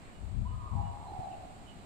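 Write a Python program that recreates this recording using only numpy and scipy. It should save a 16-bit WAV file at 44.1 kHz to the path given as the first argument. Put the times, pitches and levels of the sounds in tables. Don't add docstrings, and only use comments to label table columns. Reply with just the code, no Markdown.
import sys
import numpy as np
from scipy import signal
from scipy.fft import rfft, irfft
from scipy.io import wavfile
from scipy.ndimage import uniform_filter1d

SR = 44100
rng = np.random.default_rng(int(sys.argv[2]) if len(sys.argv) > 2 else 0)


def wav_out(sig):
    wavfile.write(sys.argv[1], SR, np.round(np.clip(np.atleast_2d(sig).T, -1, 1) * 32767).astype(np.int16))


N = 81585


def gain(db):
    return 10 ** (np.asarray(db) / 20)


def unit(x):
    return x / np.sqrt(np.mean(x ** 2))


def drift(rate):
    step = max(int(SR / rate), 1)
    points = rng.standard_normal(2048)
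    path = np.interp(np.arange(N) / step, np.arange(len(points)), points)
    return 1.189 * uniform_filter1d(path, step // 2 + 1)


def colour(x, hz, db):
    f = np.maximum(np.fft.rfftfreq(N, 1 / SR), 1)
    return irfft(rfft(x) * gain(np.interp(np.log(f), np.log(hz), db)), N)


def pan(db):
    return gain(np.array([[db], [-db]]) / 2)


def wall_echoes(x, fade_s=0.74, build_s=0.027, shared=0.24):
    t = np.arange(N) / SR
    tail = shared * rng.standard_normal(N) + (1 - shared) * rng.standard_normal((2, N))
    tail *= gain(-60 * t / fade_s) * (1 - np.exp(-t / build_s))
    tail /= np.sqrt(np.sum(tail ** 2, axis=1, keepdims=True))
    return signal.fftconvolve(np.atleast_2d(x), tail, axes=1)[:, :N]


def from_afar(t, call, echo_db, pan_db, lag_s):
    direct = np.array([call, np.interp(t - lag_s, t, call)])
    return pan(pan_db) * (direct + gain(echo_db) * wall_echoes(call))


def whistle(t, start, length, from_hz, to_hz, waver):
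    progress = np.clip((t - start) / length, 0, 1)
    hz = (from_hz + (to_hz - from_hz) * progress ** 2.12) * (1 + waver * drift(500))
    return 2 * np.sin(np.pi * progress) * np.sin(2 * np.pi * np.cumsum(hz) / SR)


# (frequency [Hz], left boost [dB], right boost [dB])
OUTDOOR_TONE = [(24.5, -72, -76.5), (192, -77, -76), (324, -87.5, -83.5), (525, -89, -93.5),
                (650, -86.5, -85), (1120, -92, -87.5), (1620, -98.5, -94), (2470, -99.5, -95),
                (3400, -101, -99), (4230, -102, -97.5), (5380, -111, -106), (6500, -111, -107),
                (7100, -99, -100), (7800, -98, -101), (7680, -102, -108), (8560, -97, -110),
                (9560, -111, -118), (11400, -118, -114), (15300, -122, -120)]
# (time [s], level [dB])
OUTDOOR_LEVEL = [(0, -50.5), (.45, -53), (1.2, -50)]
def outdoors(t, hiss_lag_s=0.000415):
    hz, left, right = np.array(OUTDOOR_TONE).T
    roar = gain(1.5) * colour(rng.standard_normal(N), [144, 384, 790, 1220], [-6.5, 0.5, -1.5, -28.5])
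    hiss = gain(-5.5) * colour(rng.standard_normal(N), [600, 1100, 2500, 6000], [-5, 4, -0.5, -8])
    sides = roar + np.array([hiss, np.interp(t - hiss_lag_s, t, hiss)]) + rng.standard_normal((2, N))
    air = np.array([colour(side, hz, db) for side, db in zip(sides, (left, right))])
    return unit(air) * gain(np.interp(t, *np.array(OUTDOOR_LEVEL).T))


def insect(pitch_hz=7780):
    hz = pitch_hz * (1 + 0.0091 * drift(400))
    flutter = gain(-80 + 3 * drift(43))
    return pan(6.7) * flutter * np.sin(2 * np.pi * np.cumsum(hz) / SR)


def rustle(t, peak_s=0.081, width_s=0.074):
    hiss = colour(rng.standard_normal((2, N)), [1200, 2170, 3550, 8000], [-3.5, 1, -18, -43])
    return unit(hiss) * gain(-61) * np.exp(-((t - peak_s) / width_s) ** 2)


# (time [s], length [s], start pitch [Hz], end pitch [Hz], level [dB],
# left minus right [dB], rasp [share of pitch])
BIRD_NOTES = [(0.033, 0.041, 4200, 4120, -75.5, -7, 0.026), (0.043, .065, 2620, 2190, -73, -5, 0.064),
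              (0.106, 0.11, 2930, 2870, -75.5, -10, 0.011), (0.448, 0.12, 2950, 2885, -76, -11, 0.018),
              (0.825, 0.082, 2910, 2880, -72, -6, 0.016), (1.062, 0.062, 4070, 4180, -71.5, -6, 0.016),
              (1.22, 0.054, 4080, 3840, -75.5, 0, 0.0106), (1.297, 0.066, 2812, 2520, -70, -13, 0.046),
              (1.655, 0.086, 2980, 2910, -67.5, -17, .038)]
def birds(t, echo_db=-7):
    song = sum(gain(db) * pan(side) * whistle(t, *note, rasp) for *note, db, side, rasp in BIRD_NOTES)
    return song + gain(echo_db) * wall_echoes(song)


# (time [s], pitch [Hz], fade [s], left level [dB], right level [dB], tick [dB])
KNOCKS = [(1.118, 393, 0.0017, -48, -34, -38.5), (1.19, 113, 0.0067, -24.5, -56, -67),
          (1.2, 443, 0.0027, -57, -41, -37.5)]
# (frequency [Hz], boost [dB])
TICK_TONE = [(300, 11), (1500, -8), (2800, -20), (5000, -37)]
def hand_bumps(t, tick_fade_s=0.0017):
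    out = 0
    for start, hz, fade, left_db, right_db, tick_db in KNOCKS:
        age = np.maximum(t - start, 0)
        burst = rng.standard_normal(N) * np.exp(-age / tick_fade_s) * (t > start)
        tick = gain(tick_db) * pan(-19.5) * colour(burst, *np.array(TICK_TONE).T)
        knock = np.sin(2 * np.pi * hz * age) * np.exp(-age / fade)
        out = out + gain([[left_db], [right_db]]) * knock + tick
    return out


# (time [s], level [dB])
LEFT_GUSTS = [(0, -75), (.18, -51), (.235, -34), (.295, -38), (.345, -32), (.40, -26), (.45, -32.5),
              (.56, -34), (.595, -38), (.70, -41.5), (.737, -26.5), (.80, -29), (.89, -36.5), (1.0, -45.5),
              (1.13, -48.5), (1.4, -63), (1.85, -82)]
RIGHT_GUSTS = [(0, -67), (.37, -64), (.405, -41), (0.452, -43), (.55, -43), (.62, -48.5), (.68, -49),
               (.92, -45.5), (1.0, -54.5), (1.45, -58.5), (1.85, -62)]
# (frequency [Hz], boost [dB])
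WIND_TONE = [(15, -27), (35, -9), (55, -0.5), (95, -0.5), (140, -10.5), (200, -13.5), (280, -28.5),
             (450, -59), (1200, -84.5)]
def wind(t, deep_hz=137, bright_db=-32.5):
    sides = []
    for gusts in (LEFT_GUSTS, RIGHT_GUSTS):
        force = gain(np.interp(t, *np.array(gusts).T))
        swirls = colour(rng.standard_normal(N), *np.array(WIND_TONE).T)
        deep = signal.sosfiltfilt(signal.butter(3, deep_hz, fs=SR, output="sos"), swirls)
        brightness = np.minimum(force / gain(bright_db), 1) ** 2
        rumble = deep + brightness * (swirls - deep)
        sides.append(force * rumble / np.sqrt(uniform_filter1d(rumble ** 2, size=2000)))
    return np.array(sides)


# (time [s], length [s], start pitch [Hz], end pitch [Hz], level [dB])
WHOOP_NOTES = [(0.449, 0.037, 970, 1157, -49.5), (0.477, 0.05, 985, 965, -57),
               (0.511, 0.063, 1242, 1234, -59.5), (0.573, 0.059, 1230, 1157, -58.5)]
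def whoops(t):
    calls = sum(gain(db) * whistle(t, *note, waver=0.0084) for *note, db in WHOOP_NOTES)
    return from_afar(t, calls, echo_db=-0.5, pan_db=-1.5, lag_s=0.00025)


def mouth_ring(hz, ring_hz, width_hz):
    return (1 + ((hz - ring_hz) / width_hz) ** 2) ** -2.1


# (time [s], throat pulse rate [Hz], mouth ring [Hz], ring width [Hz], growl [0-1], level [dB])
MOAN_SHAPE = [(0.596, 124.1, 1100, 171, 0.06, -60), (0.651, 121.1, 1055, 149, 0.34, -48.5),
              (0.702, 123.8, 1097, 169, 0.26, -54), (0.736, 137.8, 940, 262, 0.95, -48.5),
              (.765, 135.9, 820, 188, 0.06, -48.5), (0.797, 136.1, 824, 113, 0.13, -40),
              (.824, 136.5, 767, 121, 0.3, -43.5), (0.841, 139.4, 926, 287, 0.38, -56),
              (0.922, 133.5, 880, 257, 0.28, -52.5), (0.989, 139.3, 870, 346, 0.75, -54),
              (1.109, 146, 807, 117, 1, -48.5), (1.239, 149.7, 756, 98, 1, -43.5),
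              (1.298, 146.2, 710, 101, 1, -50), (1.34, 145.5, 766, 98.1, 0.94, -47),
              (1.358, 145.7, 678, 129, 1, -56), (1.469, 135.6, 720, 148, 0.8, -55)]
# (time [s], delay [s])
MOAN_DELAY = [(.72, 0.00032), (.78, 0.00017)]
def moan(t, fade_s=0.009):
    times, *columns = np.array(MOAN_SHAPE).T
    pulse_hz, mouth_hz, width_hz, growl, db = (np.interp(t, times, c) for c in columns)
    wobble = (0.0074 + 0.016 * growl) * drift(90)
    pair_hz = pulse_hz / 2 * (1 + wobble)
    overtone = np.arange(4, 25)[:, None]
    hz = overtone * pair_hz
    strength = mouth_ring(hz, mouth_hz, width_hz) + gain(-21) * mouth_ring(hz, ring_hz=1150, width_hz=60)
    strength *= np.where(overtone % 2, growl, 1)
    waves = np.cos(2 * np.pi * overtone * np.cumsum(pair_hz) / SR)
    voice = np.sum(strength * waves, axis=0) / np.sqrt(np.sum(strength ** 2, axis=0) / 2)
    fade = np.clip(np.minimum(t - times[0], times[-1] - t) / fade_s, 0, 1)
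    lag_s = np.interp(t, *np.array(MOAN_DELAY).T)
    return from_afar(t, voice * gain(db) * fade, echo_db=0, pan_db=-2, lag_s=lag_s)


def scene():
    t = np.arange(N) / SR
    return whoops(t) + moan(t) + birds(t) + wind(t) + hand_bumps(t) + rustle(t) + outdoors(t) + insect()


def record(dry):
    top_hz = 15650
    return signal.sosfilt(signal.ellip(10, .2, 80, top_hz, fs=SR, output="sos"), dry)


dry = scene()
out = record(dry)
wav_out(out)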